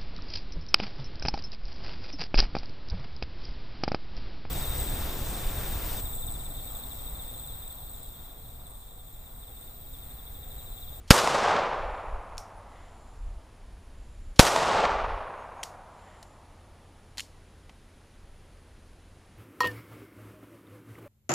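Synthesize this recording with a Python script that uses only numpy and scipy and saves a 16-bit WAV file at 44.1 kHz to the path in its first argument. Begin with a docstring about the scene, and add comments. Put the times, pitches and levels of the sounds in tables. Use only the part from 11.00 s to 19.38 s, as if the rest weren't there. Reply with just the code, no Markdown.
"""Edge of a field, under trees: two pistol shots a few metres from a microphone whose inputs they overload.
Each shot is a noise crack plus a huge pressure push; leaves and trunks scatter it back as shaped noise, then
the woods around the field roll on, ever duller. The gun clicks, as damped noise, when handled. Narrow noise
makes the insects, brief wavering sines the thin high tones, a wandering sine the far motor; low noise in gusts
is light wind bumping the microphone."""
import sys
import numpy as np
from scipy import signal
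from scipy.fft import rfft, irfft, next_fast_len
from scipy.io import wavfile
from scipy.ndimage import map_coordinates

SR = 44100
rng = np.random.default_rng(int(sys.argv[2]) if len(sys.argv) > 2 else 0)


def file_out(sig):
    """Save sig as 16-bit WAV at sys.argv[1]."""
    # one column per channel
    cols = np.atleast_2d(sig).T
    # limit, then scale
    lim = np.clip(cols, -1, 1)
    pcm = np.round(lim * 32767).astype(np.int16)
    wavfile.write(sys.argv[1], SR, pcm)


N = 369558


def amp(db):
    """Decibels to gain."""
    return 10 ** (np.asarray(db) / 20)


def unit(x):
    """Scale to rms 1."""
    return x / np.sqrt(np.mean(x ** 2) + 1e-20)


def along(points, hz):
    """Read (frequency [Hz], value) points on a log-frequency axis."""
    f, v = np.transpose(points)
    return np.interp(np.log(hz + 1), np.log(f + 1), v)


def filtered(x, response):
    """Multiply the spectrum of x by a response of frequency [Hz]."""
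    n = x.shape[-1]
    padded = next_fast_len(n + 8192)
    spectrum = rfft(x, padded) * response(np.fft.rfftfreq(padded, 1 / SR))
    return irfft(spectrum, padded)[..., :n]


def noise(colour, n):
    """Noise of rms 1, coloured by a (frequency [Hz], level [dB]) table."""
    return unit(filtered(rng.standard_normal(n), lambda f: amp(along(colour, f))))


def band(hz, width_hz):
    """Narrow noise of rms 1, 3.5 dB down at width_hz either side of the centre."""
    return unit(filtered(rng.standard_normal(N), lambda f: 1 / (1 + ((f - hz) / width_hz) ** 2 / 2)))


def wobble(knots_per_s, n=N):
    """Smooth random curve through normally distributed knots."""
    knots = rng.standard_normal(N // 8)
    return map_coordinates(knots, [np.arange(n) * knots_per_s / SR], mode="mirror")


def lobe(t, start_s, length_s):
    """Half a sine, zero elsewhere."""
    return np.abs(np.sin(np.pi * np.clip((t - start_s) / length_s, 0, 1)))


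def bump(t, centre_s, spread_s):
    """Bell-shaped swell; spread_s is its standard deviation."""
    return np.exp(-.5 * ((t - centre_s) / spread_s) ** 2)


def add(track, s, sound):
    """Mix a sound in at time s."""
    place = track[max(round(s * SR), 0):][:len(sound)]
    place += sound[:len(place)]


# open-air colour: (frequency [Hz], level [dB])
AIR_COLOUR = [(12, -11), (22, -0.5), (60, -4.5), (110, -10.5), (270, -16), (500, -19.5), (900, -24.5),
              (1800, -28), (4000, -34), (8500, -41.5), (10500, -41.5), (11500, -45.5), (13000, -48.5),
              (15500, -59)]


def field(air_db=-54.0, hum_hz=87, hum_db=-60):
    """Open-air noise plus a far motor: a sine of wandering pitch and level."""
    pitch_hz = hum_hz + 1.8 * wobble(4)
    tone = unit(np.sin(2 * np.pi * np.cumsum(pitch_hz) / SR))
    hum = amp(hum_db + 1.1 * wobble(2)) * tone
    return amp(air_db) * noise(AIR_COLOUR, N) + hum


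# steady insects: (centre [Hz], width either side [Hz], rms level [dB])
INSECT_CHORUS = [(6800, 370, -83.5), (9690, 230, -77), (10546, 200, -87.5)]
# bouts of the nearer insect: (start [s], end [s], level at mid-bout [dB])
INSECT_BOUTS = [(.65, 1.202, -76), (1.649, 2.4, -74), (2.9, 3.5, -74.5), (4.88, 5.418, -73)]
# thin high tones: (start [s], end [s], pitch [Hz], peak level [dB])
HIGH_TONES = [(4.36, 4.46, 6520, -71), (4.56, 4.65, 6540, -68), (1.552, 1.605, 9950, -66.5)]


def wildlife(t, buzz_hz=7230, buzz_width_hz=200, waver_hz=20):
    """Steady insect bands, a nearer insect buzzing in bouts, and thin high tones as wavering sines."""
    chorus = sum(amp(db) * band(hz, width_hz) for hz, width_hz, db in INSECT_CHORUS)
    bouts = sum(amp(db) * np.sqrt(lobe(t, start, end - start)) for start, end, db in INSECT_BOUTS)
    buzz = band(buzz_hz, buzz_width_hz) * bouts
    waver_cycles = np.cumsum(wobble(60)) * waver_hz / SR
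    tones = 0
    for start, end, hz, db in HIGH_TONES:
        tone = np.sin(2 * np.pi * (hz * t + waver_cycles))
        tones = tones + amp(db) * lobe(t, start, end - start) * tone
    return chorus + buzz + tones


# wind colour at the microphone: (frequency [Hz], level [dB])
BUFFET_COLOUR = [(8, -10.5), (20, 1), (35, 0.5), (55, -4), (90, -19), (160, -33), (400, -66), (1500, -120)]
# gusts, level before flutter: (peak time [s], length [s], level [dB])
WIND_GUSTS = [(.8, .5, -39), (1.131, .18, -34), (1.34, .24, -42.5), (2.267, .36, -41), (3.03, .95, -41.5),
              (4.04, .5, -33.5), (7.28, .14, -49)]
BREEZE_DB, LULL_DB = -50.5, -62
DROP_S, DROP_LENGTH_S = 4.2, 0.28


def wind(t, flutter_db=2.5, flutter_knots_per_s=11):
    """Light breeze that drops to a lull; gusts swell on top of it, and eddies make it flutter."""
    breeze = amp(np.interp(t, [DROP_S, DROP_S + DROP_LENGTH_S], [BREEZE_DB, LULL_DB]))
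    gusts = sum(amp(db) * lobe(t, s - length_s / 2, length_s) for s, length_s, db in WIND_GUSTS)
    flutter = amp(flutter_db * wobble(flutter_knots_per_s))
    return np.hypot(breeze, gusts) * flutter * noise(BUFFET_COLOUR, N)


# resonances of the gun's frame: (centre [Hz], width [Hz], boost [dB])
FRAME_MODES = [(2050, 250, 5.5), (3050, 610, 4.5), (4400, 500, 3), (5600, 500, 2), (6850, 550, 3.5),
               (9800, 1300, 1)]
# colour of the grip's knock: (frequency [Hz], level [dB])
GRIP_COLOUR = [(200, -21), (600, -7), (850, 0.5), (1200, -6), (1800, -21.5), (4000, -43.5)]
# colour of the clicks' scatter in the leaves: (frequency [Hz], gain [dB])
LEAF_COLOUR = [(500, -11.5), (2500, -9), (4500, 1), (6500, 2.5), (10000, 2.5), (15000, 4.5)]


def click(db, hz, q, t60_s, knock_db, attack_s=.0003, leaves_db=-19, leaves_t60_s=0.25,
          soft_hz=11500, small_hz=900):
    """Steel parts snap in a hand that damps them; the leaves overhead add a short hiss."""
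    t = np.arange(SR // 3) / SR

    def colour(f):
        boost_db = sum(gain_db / (1 + (2 * (f - mode_hz) / width_hz) ** 2)
                       for mode_hz, width_hz, gain_db in FRAME_MODES)
        # small parts radiate no bass, and the contact time limits the treble
        bass_limit = 1 / np.hypot(1, (small_hz / (f + 1)) ** 2)
        treble_limit = 1 / np.hypot(1, (f / soft_hz) ** 4)
        resonance = 1 / np.hypot(1, q * (f / hz - hz / (f + 1)))
        return amp(boost_db) * bass_limit * treble_limit * resonance

    snap, scatter = unit(filtered(rng.standard_normal((2, len(t))), colour))
    knock = amp(knock_db) * noise(GRIP_COLOUR, len(t))
    contact = (snap + knock) * amp(-60 * t / t60_s) * (1 - np.exp(-t / attack_s))
    hiss = filtered(scatter, lambda f: amp(along(LEAF_COLOUR, f)))
    hiss = hiss * amp(leaves_db - 60 * t / leaves_t60_s) * np.minimum(t / .004, 1)
    return amp(db) * (1.2 * contact + 0.63 * hiss)


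# shots: (blast time [s], blast gain [dB], echo gain [dB], pressure push length [s],
#         trigger break to blast [s])
PISTOL_SHOTS = [(0.105, 2, -0.5, .00295, .0232), (3.3923, 2.5, -0.5, .00295, .0288)]
# handling: (time [s], gain [dB], centre [Hz], sharpness [Q], decay t60 [s],
#            grip knock re snap [dB])
HANDLING_CLICKS = [(1.3708, -48, 4970, .6, .008, -12), (1.3799, -30, 4400, 0.27, 0.0084, -7),
                   (1.3799, -29, 5600, 10, 0.0095, -30), (4.6313, -27.5, 2300, 0.6, 0.017, -6),
                   (4.635, -26, 5000, 0.9, 0.011, -14.5), (5.2272, -43.5, 3400, .45, 0.026, -10),
                   (6.1724, -43, 4000, .6, 0.03, -15), (6.181, -29, 3900, 1.5, 0.026, -22),
                   (6.188, -38, 3500, .5, 0.031, -14), (6.195, -28.5, 3000, 1.4, 0.024, -30),
                   (6.204, -27.5, 3600, 0.67, 0.015, -24), (6.694, -48.5, 2500, 2.4, 0.031, 1)]
# trigger creep, break, strike on the primer, each:
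# (gain [dB], centre [Hz], sharpness [Q], decay t60 [s], grip knock re snap [dB])
TRIGGER_CREEP = (-54, 4000, 1.16, 0.25, -17)
TRIGGER_BREAK = (-50.5, 4800, 1.2, .011, -11.5)
PRIMER_STRIKE = (-36, 3300, 0.6, 0.47, -18)
CREEP_LEAD_S, STRIKE_LEAD_S = .005, .003  # before the break, before the blast
TICK_LEAVES_DB = -28  # the hand shields creep and break from the leaves


def action():
    """The same three ticks lead into every shot; the gun is also handled at other times."""
    out = np.zeros(N)
    for blast_s, *_, lock_s in PISTOL_SHOTS:
        break_s = blast_s - lock_s
        add(out, break_s - CREEP_LEAD_S, click(*TRIGGER_CREEP, leaves_db=TICK_LEAVES_DB))
        add(out, break_s, click(*TRIGGER_BREAK, leaves_db=TICK_LEAVES_DB))
        add(out, blast_s - STRIKE_LEAD_S, click(*PRIMER_STRIKE))
    for s, *contact in HANDLING_CLICKS:
        add(out, s, click(*contact))
    return out


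NEAR_DB, NEAR_FALL_DB_PER_S = -20.5, 120  # trees overhead
GROVE_DB = -25.5  # even scatter of the trees beyond
EDGE_S, EDGE_DB, SWELL_DB_PER_S = 0.4, -21, 42.5  # edge of the woods and the swell up to it
FALL_DB_PER_DOUBLING, DEPTH_S = 19.5, .66  # fall per doubling of 1 + (time past edge) / DEPTH_S


def returns(t):
    """Strength of the trees' answer: quick fall overhead, swell to the woods' edge, fall with depth."""
    near = amp(NEAR_DB - NEAR_FALL_DB_PER_S * t)
    edge = amp(EDGE_DB - SWELL_DB_PER_S * np.maximum(EDGE_S - t, 0))
    doublings = np.log2(1 + np.maximum(t - EDGE_S, 0) / DEPTH_S)
    return np.sqrt(near ** 2 + amp(GROVE_DB) ** 2 + edge ** 2) * amp(-FALL_DB_PER_DOUBLING * doublings)


# colour of the muzzle crack, also of the canopy splashes: (frequency [Hz], level [dB])
CRACK_COLOUR = [(100, -15), (350, -4.5), (700, -3.5), (1200, 2), (2000, -1.5), (3400, -1.5), (5600, -2.5),
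                (7500, -9.5), (10000, -12), (15000, -20.5)]
# colour of the scattered sound before loss: (frequency [Hz], level [dB])
WOODS_COLOUR = [(40, -15), (160, -8.5), (280, -9), (430, -1), (650, 1.5), (950, 1), (1250, -1.5),
                (1700, -8), (2500, -11.5), (5500, -11), (7700, -12), (10500, -16.5), (15000, -23.5)]
# loss to soft ground (bass) and air (treble): (frequency [Hz], loss rate [dB/s])
PATH_LOSS = [(150, 7), (300, 9), (600, 0.5), (850, 0.04), (1200, 1.5), (1700, 4.5), (2500, 6.5), (3700, 20),
             (5500, 34), (7700, 49), (10500, 72.5), (14000, 108)]
# trunk echoes before loss: (delay [s], level [dB], spread [s])
TRUNK_ECHOES = [(0.038, -22, .004), (0.06, -19, .0018), (0.075, -19, 0.0012), (0.17, -16.5, 0.0014),
                (0.462, -21, 0.0015)]
# bright splashes from the tree crowns before loss: (delay [s], level [dB], spread [s])
CANOPY_SPLASHES = [(0.016, -19.5, 0.0033), (0.083, -23, 0.01), (0.462, -20, 0.002)]
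# colour of the faint late answer from across the field: (frequency [Hz], level [dB])
FAR_COLOUR = [(800, -3), (1400, -11), (1950, 4.5), (2500, -9), (3100, -4), (4500, -20), (8000, -40)]


def woods(t, grain_db=1.2, grain_knots_per_s=900, clump_db=0.9, clump_knots_per_s=70,
          far_db=-61, far_s=1.696, far_spread_s=0.098):
    """Countless reflections of uneven size, in clumps; the later, the more air and ground dull them."""
    n = len(t)
    sizes = amp(grain_db * wobble(grain_knots_per_s, n) + clump_db * wobble(clump_knots_per_s, n))
    trunks = sum(amp(db) * bump(t, delay_s, spread_s) for delay_s, db, spread_s in TRUNK_ECHOES)
    crowns = sum(amp(db) * bump(t, delay_s, spread_s) for delay_s, db, spread_s in CANOPY_SPLASHES)
    back = sizes * noise(WOODS_COLOUR, n) * returns(t)
    back = back + noise(WOODS_COLOUR, n) * trunks
    back = back + noise(CRACK_COLOUR, n) * crowns
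    # loss grows with delay, band by band
    hz, delay_s, bins = signal.stft(back, SR, nperseg=512)
    loss_db = along(PATH_LOSS, hz)[:, None] * delay_s
    roll = signal.istft(bins * amp(-loss_db), SR, nperseg=512)[1][:n]
    far = amp(far_db) * bump(t, far_s, far_spread_s) * noise(FAR_COLOUR, n)
    return roll * np.minimum(t / .005, 1) + far


def muzzle(t, push_s, crack_db=-4, rise_s=.0011, hold_s=0.0045, fall_s=0.0036, push_db=19, lag_s=.0023,
           rebound_db=0, rebound_s=0.00089, swing_db=-21, swing_s=.0135, swing_spread_s=.004):
    """A crack swells in about a millisecond; the gas gives a huge push, short rebound, slow swing back."""
    swell = np.minimum(t / rise_s, 1) ** 2 * np.exp(-np.maximum(t - hold_s, 0) / fall_s)
    crack = amp(crack_db) * swell * noise(CRACK_COLOUR, len(t))
    push = amp(push_db) * lobe(t, lag_s, push_s)
    rebound = amp(rebound_db) * lobe(t, lag_s + push_s, rebound_s)
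    swing = amp(swing_db) * bump(t, swing_s, swing_spread_s)
    return crack - push + rebound + swing


def shots():
    """Each muzzle blast and its answer from the trees."""
    out = np.zeros(N)
    t = np.arange(3 * SR) / SR
    for blast_s, blast_db, echo_db, push_s, _ in PISTOL_SHOTS:
        add(out, blast_s, amp(blast_db) * muzzle(t, push_s) + amp(echo_db) * woods(t))
    return out


# hiss colour of each input stage: (frequency [Hz], level [dB])
HISS_COLOUR = [(60, -25), (250, -1), (5000, 0.5), (9000, -5), (11000, -22)]


def scene(hiss_db=-78):
    """All sources reach both channels alike; only the faint input hiss differs."""
    t = np.arange(N) / SR
    mid = field() + wildlife(t) + wind(t) + action() + shots()
    hiss = amp(hiss_db) * np.array([noise(HISS_COLOUR, N), noise(HISS_COLOUR, N)])
    return mid + hiss


TOP_HZ = 15350  # middle of the 600 Hz wide upper band edge


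def record(dry, coupling_hz=11, mismatch_db=0.16):
    """Inputs saturate at slightly unlike levels, coupling capacitors sag and recover, converter clips."""
    ceiling = amp([[mismatch_db], [-mismatch_db]])
    overloaded = dry / (1 + np.abs(dry / ceiling) ** 4) ** (1 / 4)
    coupled = filtered(overloaded, lambda f: 1j * f / (coupling_hz + 1j * f))
    clipped = np.clip(coupled, -1, 1)
    return filtered(clipped, lambda f: np.clip((TOP_HZ - f) / 600 + .5, 0, 1))


dry = scene()
out = record(dry)
file_out(out)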